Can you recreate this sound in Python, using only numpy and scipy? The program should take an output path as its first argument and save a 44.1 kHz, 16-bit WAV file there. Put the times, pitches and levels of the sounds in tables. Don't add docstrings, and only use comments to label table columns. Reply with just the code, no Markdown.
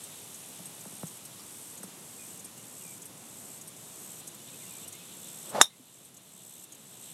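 import sys
import numpy as np
from scipy import signal
from scipy.fft import rfft, irfft
from scipy.io import wavfile
from scipy.ndimage import map_coordinates

SR = 44100
rng = np.random.default_rng(int(sys.argv[2]) if len(sys.argv) > 2 else 0)


def elevation(decibels):
    levels = np.asarray(decibels, float)
    return 10 ** (levels / 20)


def dump(signal):
    limited = np.clip(np.atleast_2d(signal).T, -1, 1)
    pcm = np.round(limited * 32767).astype(np.int16)
    wavfile.write(sys.argv[1], SR, pcm)


N = 314433

# [frequency_hz, density_db]
AIR_SPECTRUM = [(30, -26.5), (60, -26), (110, -7), (174, -3.5), (295, -8.5), (512, -12.5), (1050, -17),
                (1600, -20.5), (2200, -18.5), (3400, -15), (4900, -17), (7700, -8.5), (10000, -11),
                (16000, -12.5)]
RUMBLE_DB, HISS_DB, HISS_FOLLOWS = -55, -47, .15
CALMING_DB_S = 0.62
# [frequency_hz, width_hz, level_db]
CHORUS_BANDS = [(3644, 270, 0.4), (2850, 1106, -2), (3930, 850, 0.5)]
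# [time_s, level_db]
CHORUS_LEVEL = [
    (0, -59.5),
    (1, -63.5),
    (3.2, -70),
    (4, -64.5),
    (4.5, -59.5),
    (5.5, -57.5),
    (5.9, -59.5),
    (7.13, -57.5),
]
# [start_s, length_s, from_hz, to_hz, level_db]
FAR_CALLS = [
    (2.18, .085, 2480, 2400, -61),
    (2.30, .07, 2920, 2940, -68),
    (2.43, .07, 2450, 2320, -67),
    (2.575, .05, 2850, 2870, -64),
    (2.80, .03, 2850, 2830, -59),
    (2.832, .05, 2520, 2350, -60),
    (2.865, .1, 2350, 2340, -64),
    (5.28, .05, 5100, 5350, -63),
            (4.39, .04, 2800, 3050, -65), (4.53, .03, 2520, 2620, -61), (4.60, .025, 2400, 2420, -63),
          (4.62, .035, 2200, 1950, -62), (4.66, .045, 2850, 2650, -64), (4.70, .055, 2540, 2330, -61),
          (4.765, .03, 2350, 2350, -62), (4.83, .058, 2680, 3080, -59), (4.93, .06, 2100, 2250, -64),
          (4.99, .06, 2500, 2620, -64), (5.09, .035, 3550, 3570, -61), (5.32, .03, 3520, 3540, -62)]
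CLINK_S, CLINK_ECHO_S, CLINK_ECHO_DB = 1.396, .032, -6
# [frequency_hz, level_db, t60_s]
CLINK_MODES = [
    (1200, -54, .14),
    (4780, -51, .14),
    (5500, -49, .065),
]

# [start_s, end_s, top_db]
BUZZ_PHRASES = [(0, 0.645, -52.5), (0.67, 1.18, -49.5), (1.346, 1.756, -48.5), (1.966, 2.383, -48.5),
                (2.59, 2.98, -47.5), (3.18, 3.586, -48.5), (3.777, 4.208, -47), (4.4, 4.849, -47),
                (4.997, 5.518, -47), (5.746, 6.092, -49), (6.234, 6.644, -45), (6.782, 7.2, -46.5)]
SWELL_DB, SWELL_SHARE, SAG_DB = 8.5, .59, 1.7
HIGH_FADE_S, HIGH_LAST_SHARE = 1.64, 0.28
STROKES_PER_S, STROKE_WANDER = 69.8, 1.5
# [frequency_hz, width_hz, level_db]
BUZZ_WING = [(7665, 190, 1.5), (8770, 910, -7), (6790, 2500, -12.5), (12400, 1600, -8.5)]
HIGH_WING = [(8210, 430, -2), (9050, 890, -8), (11650, 2900, -12.5), (5770, 1900, -17.5)]
LOW_WING = [(8140, 510, -1.5), (6560, 1200, -2.5), (8850, 1700, -5.5), (11800, 1800, -10.5)]
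# [start_s, peak_db]
HIGH_TICKS = [(0.0368, -36.5), (0.6559, -35.5), (1.2506, -37.5), (1.8302, -34.5), (2.445, -34),
              (3.0544, -36), (3.6745, -37), (4.2708, -38), (4.8773, -34.5), (5.4921, -35), (6.0483, -38),
              (6.6367, -38)]
LOW_TICKS = [(0.3416, -35.5), (1.0684, -34), (1.774, -36.5), (2.393, -36), (3.018, -36), (3.6112, -35.5),
             (4.2748, -33), (4.9237, -34), (6.166, -33.5), (6.7203, -32)]
FAINT_TICKS = [(0.8084, -36), (2.5734, -39), (3.1737, -44), (3.7638, -39), (4.346, -39), (4.9501, -39),
               (6.1429, -36), (6.748, -37.5)]

# [start_s, level_db, start_hz, end_hz, fall_s]
BUMPS = [
    (.594, -44, 1000, 190, .011),
    (.852, -41, 1800, 190, .015),
    (.922, -44, 900, 190, .012),
    (1.0315, -30, 1600, 165, .0065),
    (1.803, -41, 600, 200, .006),
    (1.832, -39, 2000, 190, .013),
    (5.797, -41, 400, 250, .007),
]
BUMP_TREBLE_SHARE, BUMP_DECAY_S, BUMP_BEND = 0.39, 0.01, 1.88

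# [time_s, level_db]
SWISH_LEVEL = [
    (5.459, -55.5),
    (5.5, -53.5),
    (5.528, -44),
    (5.555, -30.5),
    (5.597, -32.5),
    (5.612, -21.5),
]
SHED_HZ, SHED_FOLLOWS = 777, .13

IMPACT_S = 5.6132
SQUASH_MS, SQUASH_DB = 0.67, 2.5
# (pitch_hz, level_db, t60_s)
BALL_TONE = (1240, -8, .018)
HEAD_HZ = [1470, 3525, 3650, 3700, 5370, 5705, 5820, 6280, 6560, 6850, 7030, 7590, 8490, 9700]
# [level_db, t60_s]
HEAD_RING = [(-20, .045), (-21, .05), (-16, .15), (-16, .08), (-14, .065), (-20, .065), (-21, .07),
             (-18, .075), (-11, .05), (-8, .028), (-11, .04), (-7, .048), (-14, .025), (-15, .03)]
# [frequency_hz, density_db]
CRACK_SPECTRUM = [(180, -13.5), (400, -19.5), (750, -5.5), (2200, -13.5), (2900, -16), (3700, -0.5),
                  (4750, -26), (5400, -2.5), (7600, -12.5), (10000, -5.5), (12400, -12), (16000, -23)]
# [level_db, t60_s]
CRACK_TAILS = [
    (-6, 0.028),
    (-14, 0.12),
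]
# [start_s, length_s, from_hz, to_hz, level_db]
FLIGHT_RING = [
    (5.629, .034, 3700, 3760, -30),
    (5.65, .075, 3780, 4050, -53),
    (5.64, .05, 5450, 5800, -48),
    (5.695, .07, 2070, 2100, -61),
]

DUCK_FROM_DB, DUCK_SLOPE, DUCK_ATTACK_S, RECOVER_DB_S = -21, 0.3, 0.009, 4
MIC_LOW_HZ, STEP_HZ, STEP_DB, CUTOFF_HZ = 68, 12600, -17, 15800


def rms_one(x):
    return x / np.sqrt(np.mean(x ** 2) + 1e-20)


def clock():
    return np.arange(N) / SR


def butter(x, order, hz, kind="low"):
    return signal.sosfilt(signal.butter(order, hz, kind, fs=SR, output="sos"), x)


def coloured(spectrum, count):
    hz, level_db = np.transpose(spectrum)
    bins = np.fft.rfftfreq(count, 1 / SR) + 1
    weight = elevation(np.interp(np.log(bins), np.log(hz), level_db))
    return rms_one(irfft(rfft(rng.standard_normal(count)) * weight, count))


def drift(rate):
    knots = rng.standard_normal(1100)
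    return map_coordinates(knots, [clock() * rate % 1090], order=3)


def resonate(x, peaks):
    out = 0
    for k, (hz, width_hz, level_db) in enumerate(peaks):
        r = np.exp(-np.pi * width_hz / SR)
        b = [(1 - r * r) / 2, 0, (r * r - 1) / 2]
        a = [1, -2 * r * np.cos(2 * np.pi * hz / SR), r * r]
        twice = signal.lfilter(b, a, signal.lfilter(b, a, x))
        out = out + (-1) ** k * elevation(level_db) * twice
    return out


def add(out, start_s, x):
    i = round(start_s * SR)
    out[i:i + len(x)] += x[:N - i]


def glides(rows, blur_hz, blur):
    out = np.zeros(N)
    noise = butter(rng.standard_normal((2, N)), 2, blur_hz)
    scattered = (rms_one(noise[0]) + 1j * rms_one(noise[1])) / np.sqrt(2)
    shake = np.sqrt(1 - blur) + np.sqrt(blur) * scattered
    for start_s, length_s, from_hz, to_hz, level_db in rows:
        u = np.linspace(0, 1, round(length_s * SR))
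        phase = 2 * np.pi * np.cumsum(from_hz + (to_hz - from_hz) * u) / SR
        tone = shake[round(start_s * SR):][:len(u)] * np.exp(1j * phase)
        envelope = 1.7 * np.abs(np.sin(np.pi * u ** .7)) ** .6
        add(out, start_s, elevation(level_db) * envelope * tone.real)
    return out


def open_air():
    air = coloured(AIR_SPECTRUM, N)
    rumble = rms_one(butter(air, 2, 1300))
    hiss = rms_one(butter(air, 2, 1300, "high"))
    rumble_db = RUMBLE_DB + 0.61 * drift(4.8)
    chorus_db = np.interp(clock(), *np.transpose(CHORUS_LEVEL))
    hiss_db = HISS_DB + HISS_FOLLOWS * (chorus_db - chorus_db.mean()) - CALMING_DB_S * clock()
    chorus = rms_one(resonate(rng.standard_normal(N), CHORUS_BANDS))
    return elevation(rumble_db) * rumble - elevation(hiss_db) * hiss + elevation(chorus_db + 1.9 * drift(25)) * chorus


def far_calls():
    return glides(FAR_CALLS, blur_hz=60, blur=.15)


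def clink():
    out, t = np.zeros(N), np.arange(round(.1 * SR)) / SR
    notes = [elevation(level_db - 60 * t / t60) * np.sin(2 * np.pi * hz * t) for hz, level_db, t60 in CLINK_MODES]
    add(out, CLINK_S, sum(notes))
    add(out, CLINK_S + CLINK_ECHO_S, elevation(CLINK_ECHO_DB) * notes[-1])
    return out


def buzz():
    t = clock()
    cycle = np.cumsum(STROKES_PER_S + STROKE_WANDER * drift(2.5)) / SR + 0.08 * drift(14)
    stroke = .12 + (.5 - .5 * np.cos(2 * np.pi * cycle)) ** 1.2
    teeth = stroke * elevation(0.54 * drift(35)) * rng.standard_normal(N)
    low = rms_one(resonate(teeth, BUZZ_WING))
    high = rms_one(resonate(teeth[::-1], HIGH_WING))
    share = np.clip(HIGH_LAST_SHARE + np.exp(-(t / HIGH_FADE_S) ** 2), 0, 1)
    phrases = 0
    for start, end, top_db in BUZZ_PHRASES:
        top = start + SWELL_SHARE * (end - start)
        swell_db = top_db + np.interp(t, [start, top, end], [-SWELL_DB, 0, -SAG_DB])
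        gate = np.interp(t, [start - .03, start, end, end + 0.0081], [0, 1, 1, 0])
        phrases = phrases + elevation(swell_db) * gate
    return phrases * (np.sqrt(1 - share) * low + np.sqrt(share) * high)


def ticks(rows, wing, length_s, level_db):
    u = np.linspace(0, 1.3, round(1.58 * length_s * SR))
    shape = np.interp(u, [0, .04, .3, 1, 1.3], [0, 0.89, 1.0, 0.52, 0.22])
    gate = np.zeros(N)
    for start_s, peak_db in rows:
        add(gate, start_s, elevation(peak_db + level_db) * shape)
    return gate * rms_one(resonate(rng.standard_normal(N), wing))


def bumps():
    out, t = np.zeros(N), np.arange(round(.08 * SR)) / SR
    for start_s, level_db, start_hz, end_hz, fall_s in BUMPS:
        late = t / fall_s
        hz = end_hz + (start_hz - end_hz) * np.clip(1 - late, 0, 1) ** BUMP_BEND
        rising = BUMP_TREBLE_SHARE + (1 - BUMP_TREBLE_SHARE) * late ** 2
        swell = np.where(late < 1, rising, np.exp(-(t - fall_s) / BUMP_DECAY_S))
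        sweep = swell * np.sin(2 * np.pi * np.cumsum(hz) / SR)
        rattle = coloured([(60, -20), (200, 0), (start_hz, -6), (1.4 * start_hz, -30), (16000, -70)], len(t))
        add(out, start_s, elevation(level_db) * (sweep + rattle * elevation(-12 - 60 * t / 0.051)))
    return butter(out, 2, 90, "high")


def swish():
    s, level_db = np.transpose(SWISH_LEVEL)
    t = clock()
    speed_db = np.interp(t, s, level_db)
    phase = 2 * np.pi * np.cumsum(SHED_HZ * elevation(SHED_FOLLOWS * (speed_db - level_db[-1]))) / SR
    slow = butter(rng.standard_normal((2, N)), 2, 150)
    core = rms_one(slow[0] * np.cos(phase) + slow[1] * np.sin(phase))
    skirt = coloured([(80, -25.5), (200, -4), (420, -8.5), (1200, -5), (2500, -19), (5000, -22),
                      (12000, -27), (16000, -33.5)], N)
    gate = np.interp(t, [s[0] - .02, s[0], s[-1], s[-1] + 0.0057], [0, 1, 1, 0])
    lumps = elevation(2.5 * drift(140))
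    return elevation(speed_db) * gate * (elevation(-3.5) * lumps * core + elevation(-4.5) * skirt)


def impact():
    t = np.arange(round(.3 * SR)) / SR
    u = t / (SQUASH_MS / 1000)
    blow = elevation(SQUASH_DB) * np.interp(u, [0, .3, .5, .75, 1, 1.15], [0, 1, -.5, -1, -.4, 0])
    ball_hz, ball_db, ball_t60 = BALL_TONE
    blow = blow + elevation(ball_db - 60 * t / ball_t60) * np.sin(2 * np.pi * ball_hz * t)
    rise = np.clip(u - .5, 0, 1)
    for hz, (level_db, t60), start in zip(HEAD_HZ, HEAD_RING, rng.random(len(HEAD_HZ))):
        blow = blow + rise * elevation(level_db - 60 * t / t60) * np.sin(2 * np.pi * (hz * t + start))
    for level_db, t60 in CRACK_TAILS:
        blow = blow + rise * elevation(level_db - 60 * t / t60) * coloured(CRACK_SPECTRUM, len(t))
    blow = butter(blow, 1, 300, "high")
    out = glides(FLIGHT_RING, blur_hz=120, blur=.55)
    add(out, IMPACT_S, blow)
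    return out


def scene():
    insects = buzz() + ticks(HIGH_TICKS, HIGH_WING, 0.012, level_db=-6)
    insects += ticks(LOW_TICKS, LOW_WING, 0.012, level_db=-8.5)
    insects += ticks(FAINT_TICKS, BUZZ_WING, 0.009, level_db=-7)
    return (open_air() + far_calls() + clink() + insects + bumps() + swish() + impact())[None]


def band_limit(x):
    return signal.sosfilt(signal.butter(12, 16460, fs=SR, output="sos"), x)


def record(dry):
    t = clock()
    over_db = DUCK_SLOPE * np.clip(20 * np.log10(np.abs(dry) + 1e-9) - DUCK_FROM_DB, 0, None)
    held_db = np.maximum.accumulate(over_db + RECOVER_DB_S * t, axis=1) - RECOVER_DB_S * t
    r = np.exp(-1 / (DUCK_ATTACK_S * SR))
    duck_db = signal.lfilter([1 - r], [1, -r], held_db)
    ducked = butter(dry, 2, MIC_LOW_HZ, "high") * elevation(-duck_db)
    clipped = ducked / (1 + np.abs(ducked) ** 6) ** (1 / 6)
    hz = np.fft.rfftfreq(N, 1 / SR)
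    step = elevation(STEP_DB * np.clip((hz - STEP_HZ) / 120, 0, 1)) * (hz < CUTOFF_HZ)
    return band_limit(irfft(rfft(clipped) * step, N))


dry = scene()
out = record(dry)
dump(out)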